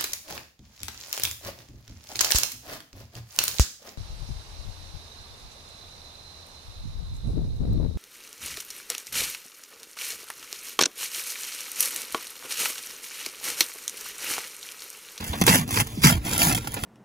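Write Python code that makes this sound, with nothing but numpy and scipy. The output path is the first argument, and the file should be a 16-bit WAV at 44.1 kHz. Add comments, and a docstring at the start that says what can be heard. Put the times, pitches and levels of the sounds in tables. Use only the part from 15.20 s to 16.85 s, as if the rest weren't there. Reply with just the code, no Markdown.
"""Scraping wet ice off a car window

A flat scraper is shoved through the ice in four uneven strokes, close to the microphone. The edge
sticks and slips; each slip breaks a shower of tiny cracks that ring the blade and make the pane drum.
Plates snap off, chips tick and loose chunks land on the glass, over a faint fizz of slush,
a low outdoor rumble and a hum."""
import sys
import numpy as np
from scipy import signal
from scipy.fft import rfft, irfft
from scipy.io import wavfile
from scipy.ndimage import uniform_filter1d

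SR = 44100
rng = np.random.default_rng(int(sys.argv[2]) if len(sys.argv) > 2 else 0)


def generate_wav(sig):
    """Save sig (samples, or channels by samples) to the path in sys.argv[1] as 16-bit PCM at SR."""
    pcm = np.round(np.clip(np.atleast_2d(sig).T, -1, 1) * 32767).astype(np.int16)
    wavfile.write(sys.argv[1], SR, pcm)


N = 72765
TIME = np.arange(N) / SR
BINS = np.fft.rfftfreq(2 * N, 1 / SR)

# Fader moves, one list per push or light return of the blade.
# Each row: time in seconds, then fine splinter, coarse crunch and pane drumming in relative dB.
STROKE_FADERS = [
    [(0,-51.5,-61,-46),(0.035,-45,-42.5,-79),(0.08,-40.5,-41.5,-47),(0.13,-42.5,-53,-31),(0.145,-44.5,-41.5,-35),(0.205,-41,-43,-31)],
    [(0.235,-47,-55,-28),(0.262,-37,-37.5,-30.5),(0.28,-16.5,-16.5,-15),(0.31,-23.5,-24.5,-23),(0.35,-21.5,-21.5,-18),(0.385,-29,-34.5,-29.5),(0.43,-40.5,-38,-23.5),(0.462,-58,-74,-33)],
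    [(0.503,-34.5,-32,-34),(0.52,-35,-38.5,-27.5),(0.565,-27,-30,-24),(0.614,-29.5,-29,-27),(0.626,-40,-37.5,-27),(0.65,-47,-56,-55),(0.81,-48,-75,-59)],
    [(0.828,-33,-34.5,-36),(0.843,-16.5,-17.5,-9),(0.865,-18,-19.5,-16),(0.9,-21.5,-25.5,-18.5),(0.945,-39,-36,-22.5),(0.98,-44.5,-43.5,-26),(0.995,-59,-73,-43),(1.025,-54,-55,-49)],
    [(1.06,-35.5,-34,-24),(1.095,-35,-34.5,-29.5),(1.174,-30,-32,-28),(1.225,-22,-30,-23.5),(1.29,-25,-31,-18.5),(1.32,-29.5,-26,-26),(1.344,-35.5,-34.5,-28),(1.355,-31,-37,-28),(1.381,-31,-36,-24),(1.396,-47.5,-48,-52)],
    [(1.44,-45.5,-53,-56),(1.48,-48,-46,-31),(1.505,-48,-57,-58),(1.535,-43,-44,-57),(1.545,-39,-36,-46),(1.56,-43,-54,-49),(1.58,-46.5,-39,-48),(1.625,-43,-51.5,-45)],
]
# The edge sticks before the ice gives. Each row: middle in seconds, half length in seconds, dip in dB.
EDGE_STALLS = [(0.501,.005,-9),(1.174,.005,-12),(1.187,.003,-6),(1.321,.003,-7),(1.343,.004,-9)]
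# Plates breaking off. Each row: start in seconds, relative level in dB, treble over crunch in dB.
PLATE_SNAPS = [(0.2133,-17,3),(0.219,-14.5,-4),(0.2384,-22,-2),(0.2664,-10,10),(0.281,-16,0),(0.356,-13,-0.5),
               (0.478,-31.5,10),(0.4899,-28.5,-6),(0.5078,-24.5,4.5),(0.541,-32,26.5),(0.552,-31,15),(0.573,-16,-11),(0.601,-13.5,-1.5),(0.6076,-17.5,5),(0.614,-41,17),(0.819,-25.5,7),(0.836,-15.5,8),(0.849,-26,4),(0.899,-17,-15),(0.925,-20,3),
               (1.093,-25,22),(1.1331,-18,30),(1.162,-27,6),(1.179,-16.5,16),(1.1909,-15.5,5),(1.218,-12.5,-1),(1.229,-12.5,9),(1.283,-22.5,-8),(1.325,-21,14),(1.348,-16.5,4.5),(1.378,-24,-12),(1.4731,-25,-6),(1.4752,-28,24),(1.542,-23,15),(1.6365,-20,-2.5)]
# The blade bumping the pane.
# Each row: start in seconds, first and final pitch in Hz, level in dB, decay in seconds.
PANE_BUMPS = [(0.099,88,60,-22,0.019),(0.215,188,171.5,-10.5,0.011),(0.248,130,120,-21,0.0068),(0.277,470,320,-11,0.0036),(0.293,193,165,-14.5,0.039),(0.343,278,239.2,-18.5,0.037),(0.389,193,99.5,-19.5,0.039),
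              (0.55,167,127,-28,0.025),(0.594,128,109,-20,0.012),(0.614,144,127,-22,0.018),
              (0.773,340,130,-25,.012),(0.785,175,112,-28,.035), (0.855,168,122,-7,0.015),
              (0.919,176,99,-15,0.015),(0.945,114,52,-16.5,0.0374),(0.976,62,42.4,-24,0.033),(1.217,152,119,-25,0.011),(1.268,169,123,-22,0.01),(1.325,130,111,-17.5,0.014),(1.63,119,95.5,-21,0.011)]
# Chunks landing and chips flicking off. Each row: start in seconds, level in dB.
CHUNK_LANDINGS = [(0.005,-32.5),(0.025,-33),(0.132,-26),(0.138,-37),(0.215,-18.5),(0.279,-12),(1.443,-36.5),(1.566,-27),(1.57,-38)]
CHIP_TICKS = [(0.004,-35),(0.010,-27),(0.0422,-20.5),(0.0452,-28.5),(0.066,-29),(0.079,-24.5),(0.0825,-25),(0.0937,-31),(0.1045,-31),(0.197,-30),(0.1993,-33),
              (0.439,-37),(0.4835,-33),(0.511,-21),(0.6712,-26.5),(0.676,-31),(1.426,-38),(1.52,-25),(1.529,-31)]
# Background hum. Each row: pitch in Hz, level in dB.
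HUM_TONES = [(220.7,-49),(292.4,-53.5),(441.4,-59.5)]

# The tone of each layer. Each row: frequency in Hz, relative level in dB.
SPLINTER_EQ = [(300,-47),(1800,-55),(3200,1.5),(4200,-3.5),(5100,-1),(6500,2),(7700,3.5),(8500,2),(10000,4.5),(11300,0.5),(13500,3.5),(15200,0.5),(16000,-3)]
CRUNCH_EQ = [(80,-7.5),(250,-5),(450,-1),(650,0.5),(900,4),(1400,0),(2000,0),(2600,-3),(3300,-2.5),(5000,-8.5),(15000,-53)]
PANE_EQ = [(20,-36),(50,-5),(100,-1),(170,-2),(260,-3.5),(350,-9.5),(500,-28.5),(1500,-51)]
CHUNK_EQ = [(60,-46),(200,5.5),(420,4.5),(1000,-2),(2000,-6),(4000,-3.5),(8000,-32),(16000,-21)]
SLUSH_EQ = [(20,3),(55,-9.5),(120,17),(250,-17),(400,-4.5),(800,-9.5),(1200,-8),(1700,-10),(4000,-9.5),(9000,-32),(15000,-25)]
RUMBLE_EQ = [(20,-1),(55,11.5),(110,11.5),(250,-3),(450,-5.5),(900,-19.5),(2000,-48)]

# Times in seconds when the ring and stereo image change: before the hard shove (the third stroke),
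# and partway through it. They split the sound into three sections.
TONE_CHANGES_S = [.75, 0.9]
SECTION = np.searchsorted(TONE_CHANGES_S, TIME)
# Resonances. Each row: frequency in Hz, width in Hz, then strength in dB for each section.
BLADE_MODES = [(480,160,-15.5,-32,-18),(744,140,-27,-21,-4.5),(904,76,-12.5,-25,-19),(1240,140,-5,5,-26),(1377,27,-25,-26,5.5),(1913,250,1,10,-9),(2400,390,-18,3,-6.5),(2660,290,-2.5,4,-3.5),(4920,440,-8,1,-6),(6145,53,-3,-3,-35),(8040,120,-3,-15,-3),(11180,100,-1.5,-3,0.5)]
PANE_MODES = [(96,38,-1,4.5,-5.5),(121,33,0.5,1.5,-1),(165,12,-2,8.5,7),(235.5,23,5,9.5,0),(312,42,-1.5,-20,3)]
# Stereo widening. Each row: frequency in Hz, then the left channel's lead in radians for each section.
STEREO_PHASE = [(0,0,0,0),(950,-.8,-1.4,-1),(1300,-3.5,-4,-3.8),(2000,-5.5,-5.5,-6),(3000,-8.1,-9.4,-9.4),(3500,-9,-8.8,-12.6),(4000,-9.6,-9.6,-12.5),(4700,-13.2,-12.4,-12.9),(5900,-13.3,-13.6,-14.8),(7100,-12.5,-13,-12.4),(8200,-9.5,-9.6,-9.4),(9300,-9.3,-9.3,-9.3),(10500,-6.4,-6.4,-6.4),(11900,-6.1,-6.1,-6.1),(12800,-3.3,-3.4,-3.4),(14300,-2.9,-2.7,-2.9),(15100,-.1,-.3,-.1),(16400,0,0,0)]
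# Stereo balance. Each row: frequency in Hz, left minus right in dB.
STEREO_BALANCE = [(60,0),(160,0),(270,-.5),(450,-3.5),(740,-7),(1220,-5),(2010,-1.5),(3330,-1.5),(5500,-1.5),(9080,-.5),(15000,0)]
# Reflections off glass and bodywork. Each row: frequency in Hz, level against the direct sound in dB.
REFLECTION_EQ = [(30,-12),(150,-14),(280,-11),(500,-5),(1000,-4),(4000,-2.5),(8000,-8),(14000,-10)]

FINE_PER_S, COARSE_PER_S, CRACK_SPREAD_DB = 10000, 8000, 3.1
FINE_DB, COARSE_DB, DRUM_DB, SNAP_DB = 2.5, 1.58, -5, -1.5
RING_DB, SLUSH_DB, RUMBLE_DB = -10, -43.5, -41


def scraping():
    """Each slip sheds cracks and kicks the pane. Gives fine and coarse forces, and the drumming sound."""
    times, *faders = np.transpose([row for stroke in STROKE_FADERS for row in stroke])
    fine, coarse, drum = (amp(np.interp(TIME, times, db)) for db in faders)
    slips = cracks(per_s=420, spread_db=1.6)
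    slip_decay_s, steady_share = .002, 1.4
    release = unit_rms(signal.lfilter([1], [1, -np.exp(-1 / (slip_decay_s * SR))], abs(slips)))
    stall_db = sum(db * np.exp(-((TIME - middle) / half) ** 4) for middle, half, db in EDGE_STALLS)
    chatter = amp(stall_db) * levelled(steady_share + release, samples=1100)
    pane = resonate(slips, PANE_EQ, PANE_MODES)
    drumming = levelled(pane + 1e-4 * rng.standard_normal(N), samples=1100)
    return (amp(FINE_DB) * fine * chatter * cracks(FINE_PER_S),
            amp(COARSE_DB) * coarse * chatter * cracks(COARSE_PER_S),
            amp(DRUM_DB) * drum * drumming)


def plate_snaps():
    """A plate breaks with one sharp crack and a run of smaller ones. Gives fine and coarse forces."""
    fine, coarse = np.zeros((2, N))
    for start, db, treble_db in PLATE_SNAPS:
        envelope = burst(start, decay_s=.0037) + .6 * burst(start, decay_s=.0009)
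        envelope *= amp(db + SNAP_DB) / np.hypot(1, amp(treble_db))
        fine += envelope * amp(treble_db)
        coarse += envelope
    return [part * levelled(cracks(per_s=6000), samples=130) for part in (fine, coarse)]


def pane_bumps():
    """The pane thuds when the blade catches or lands; its pitch sags as the pressure eases."""
    out = np.zeros(N)
    for start, first_hz, final_hz, db, decay_s in PANE_BUMPS:
        pressure = np.exp(-np.maximum(TIME - start, 0) / (.88 * decay_s))
        hz = final_hz + (first_hz - final_hz) * pressure
        cycles = np.cumsum(hz * (TIME > start)) / SR
        out += amp(db) * burst(start, decay_s, rise_s=.0016) * np.sin(2 * np.pi * cycles)
    return out


def falling_chunks():
    """Wet pieces land on the glass with a short, dull rattle."""
    envelope = sum(amp(db) * burst(start, decay_s=.0095) for start, db in CHUNK_LANDINGS)
    rattle = levelled(cracks(per_s=4000, spread_db=1.4), samples=130)
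    return filtered(envelope * rattle, colour(CHUNK_EQ))


def chip_ticks():
    """Tiny chips part with a dry, bright tick."""
    envelope = sum(amp(db) * burst(start, decay_s=.0007) for start, db in CHIP_TICKS)
    grit = levelled(cracks(FINE_PER_S), samples=40)
    return filtered(envelope * grit, colour(SPLINTER_EQ))


def slush():
    """A faint wet fizz of dense clicks, flickering in level."""
    flicker_db = 2.5 * unit_rms(uniform_filter1d(rng.standard_normal(N), size=400))
    fizz = cracks(per_s=14000, spread_db=3.2) * amp(flicker_db)
    return amp(SLUSH_DB) * filtered(fizz, colour(SLUSH_EQ))


def outdoors():
    """A bed of low rumble and faint, steady hum."""
    hum = sum(amp(db) * np.sqrt(2) * np.sin(2 * np.pi * (hz * TIME + rng.random()))
              for hz, db in HUM_TONES)
    return amp(RUMBLE_DB) * filtered(rng.standard_normal(N), colour(RUMBLE_EQ)) + hum


def resonate(force, eq, modes):
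    """A force heard through blade or pane, whose resonances change strength with each section."""
    modes = np.array(modes)
    out = 0
    for k, strength_db in enumerate(modes[:, 2:].T):
        response = colour(eq, np.column_stack([modes[:, :2], strength_db]))
        out += filtered(force * (SECTION == k), response)
    return out


def glass_ring(x, t60_s, spots=8):
    """Many close modes of the glass die together; their mix changes as the edge travels."""
    travel_s = .035  # from one spot to the next, each with its own tail
    out = 0
    for k in range(spots):
        distance = (TIME / travel_s - k + 1) % spots - 1
        crossfade = np.cos(np.pi / 2 * np.minimum(distance, 1))
        tail = rng.standard_normal(4096) * amp(-60 * TIME[:4096] / t60_s)
        out += signal.oaconvolve(x * crossfade, tail / np.linalg.norm(tail))[:N]
    return out


def stereo_widen(x):
    """Left and right swing in and out of phase across frequency, widening the scrape."""
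    hz, *phases = np.transpose(STEREO_PHASE)
    balance_db, wet = curve(STEREO_BALANCE), amp(curve(REFLECTION_EQ))
    channels = []
    for side in (1, -1):  # left, right, each with its own reflections
        gain = amp(side * balance_db / 2) / np.hypot(1, wet)
        direct = 0
        for k, phase in enumerate(phases):
            shift = np.exp(.5j * side * np.interp(BINS, hz, phase))
            direct += filtered(x * (SECTION == k), gain * shift)
        reflections = filtered(glass_ring(x, t60_s=.026), gain * wet)
        channels.append(direct + reflections)
    return np.array(channels)


def cracks(per_s, spread_db=CRACK_SPREAD_DB):
    """Random clicks of either sign, a few much louder than the rest."""
    size = amp(spread_db * np.minimum(rng.exponential(1, N), 3.5))
    return unit_rms(size * rng.choice([-1, 1], N) * (rng.random(N) < per_s / SR))


def burst(start, decay_s, rise_s=.0003):
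    """An envelope with a quick attack and an exponential fall."""
    age = np.maximum(TIME - start, 0)
    return np.minimum(age / rise_s, 1) * np.exp(-np.maximum(age - rise_s, 0) / decay_s)


def levelled(x, samples):
    """Rides out slow drifts of level and keeps the grain."""
    power = uniform_filter1d(uniform_filter1d(x ** 2, samples), samples)
    return x / np.sqrt(abs(power) + 1e-12)


def colour(eq, modes=()):
    """A unit-power response: a broad EQ curve with resonances standing out of it."""
    peaks = sum(amp(db) ** 2 / (1 + (2 * (BINS - hz) / width) ** 2) for hz, width, db in modes)
    gain = unit_rms(amp(curve(eq)) * np.sqrt(1 + 5.2 * peaks))
    # minimum phase, so the ring follows the hit
    cepstrum = irfft(np.log(gain + 1e-6))
    cepstrum[1:N] *= 2
    cepstrum[N + 1:] = 0
    return np.exp(rfft(cepstrum))


def curve(points):
    """Joins a table's points along a log frequency axis."""
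    hz, value = np.transpose(points)
    return np.interp(np.log(BINS + 1), np.log(hz + 1), value)


def filtered(x, response):
    """Applies a frequency response."""
    return irfft(rfft(x, 2 * N) * response)[..., :N]


def unit_rms(x):
    """Scales to an rms of one."""
    return x / np.sqrt(np.mean(x ** 2) + 1e-20)


def amp(db):
    """Decibels to gain."""
    return 10 ** (np.asarray(db) / 20)


def scene():
    """Ice breaking through blade and glass up front; drumming pane, slush and rumble underneath."""
    fine, coarse, drumming = scraping()
    snap_fine, snap_coarse = plate_snaps()
    splinter = resonate(fine + snap_fine, SPLINTER_EQ, BLADE_MODES)
    crunch = resonate(coarse + snap_coarse, CRUNCH_EQ, BLADE_MODES)
    ice = splinter + crunch + falling_chunks()
    ice = (ice + amp(RING_DB) * glass_ring(ice, t60_s=.023)) / np.hypot(1, amp(RING_DB))
    return stereo_widen(ice + chip_ticks() + slush() + drumming + pane_bumps() + outdoors())


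def record(dry):
    """A soft clip rounds the loudest peaks, then a steep low-pass trims the very top."""
    ceiling, cutoff_hz = .97, 15820
    rounded = dry / (1 + (dry / ceiling) ** 4) ** (1 / 4)
    low_pass = signal.firwin(401, cutoff_hz, window=("kaiser", 8), fs=SR)
    return signal.oaconvolve(rounded, low_pass[None], "same")


dry = scene()
out = record(dry)
generate_wav(out)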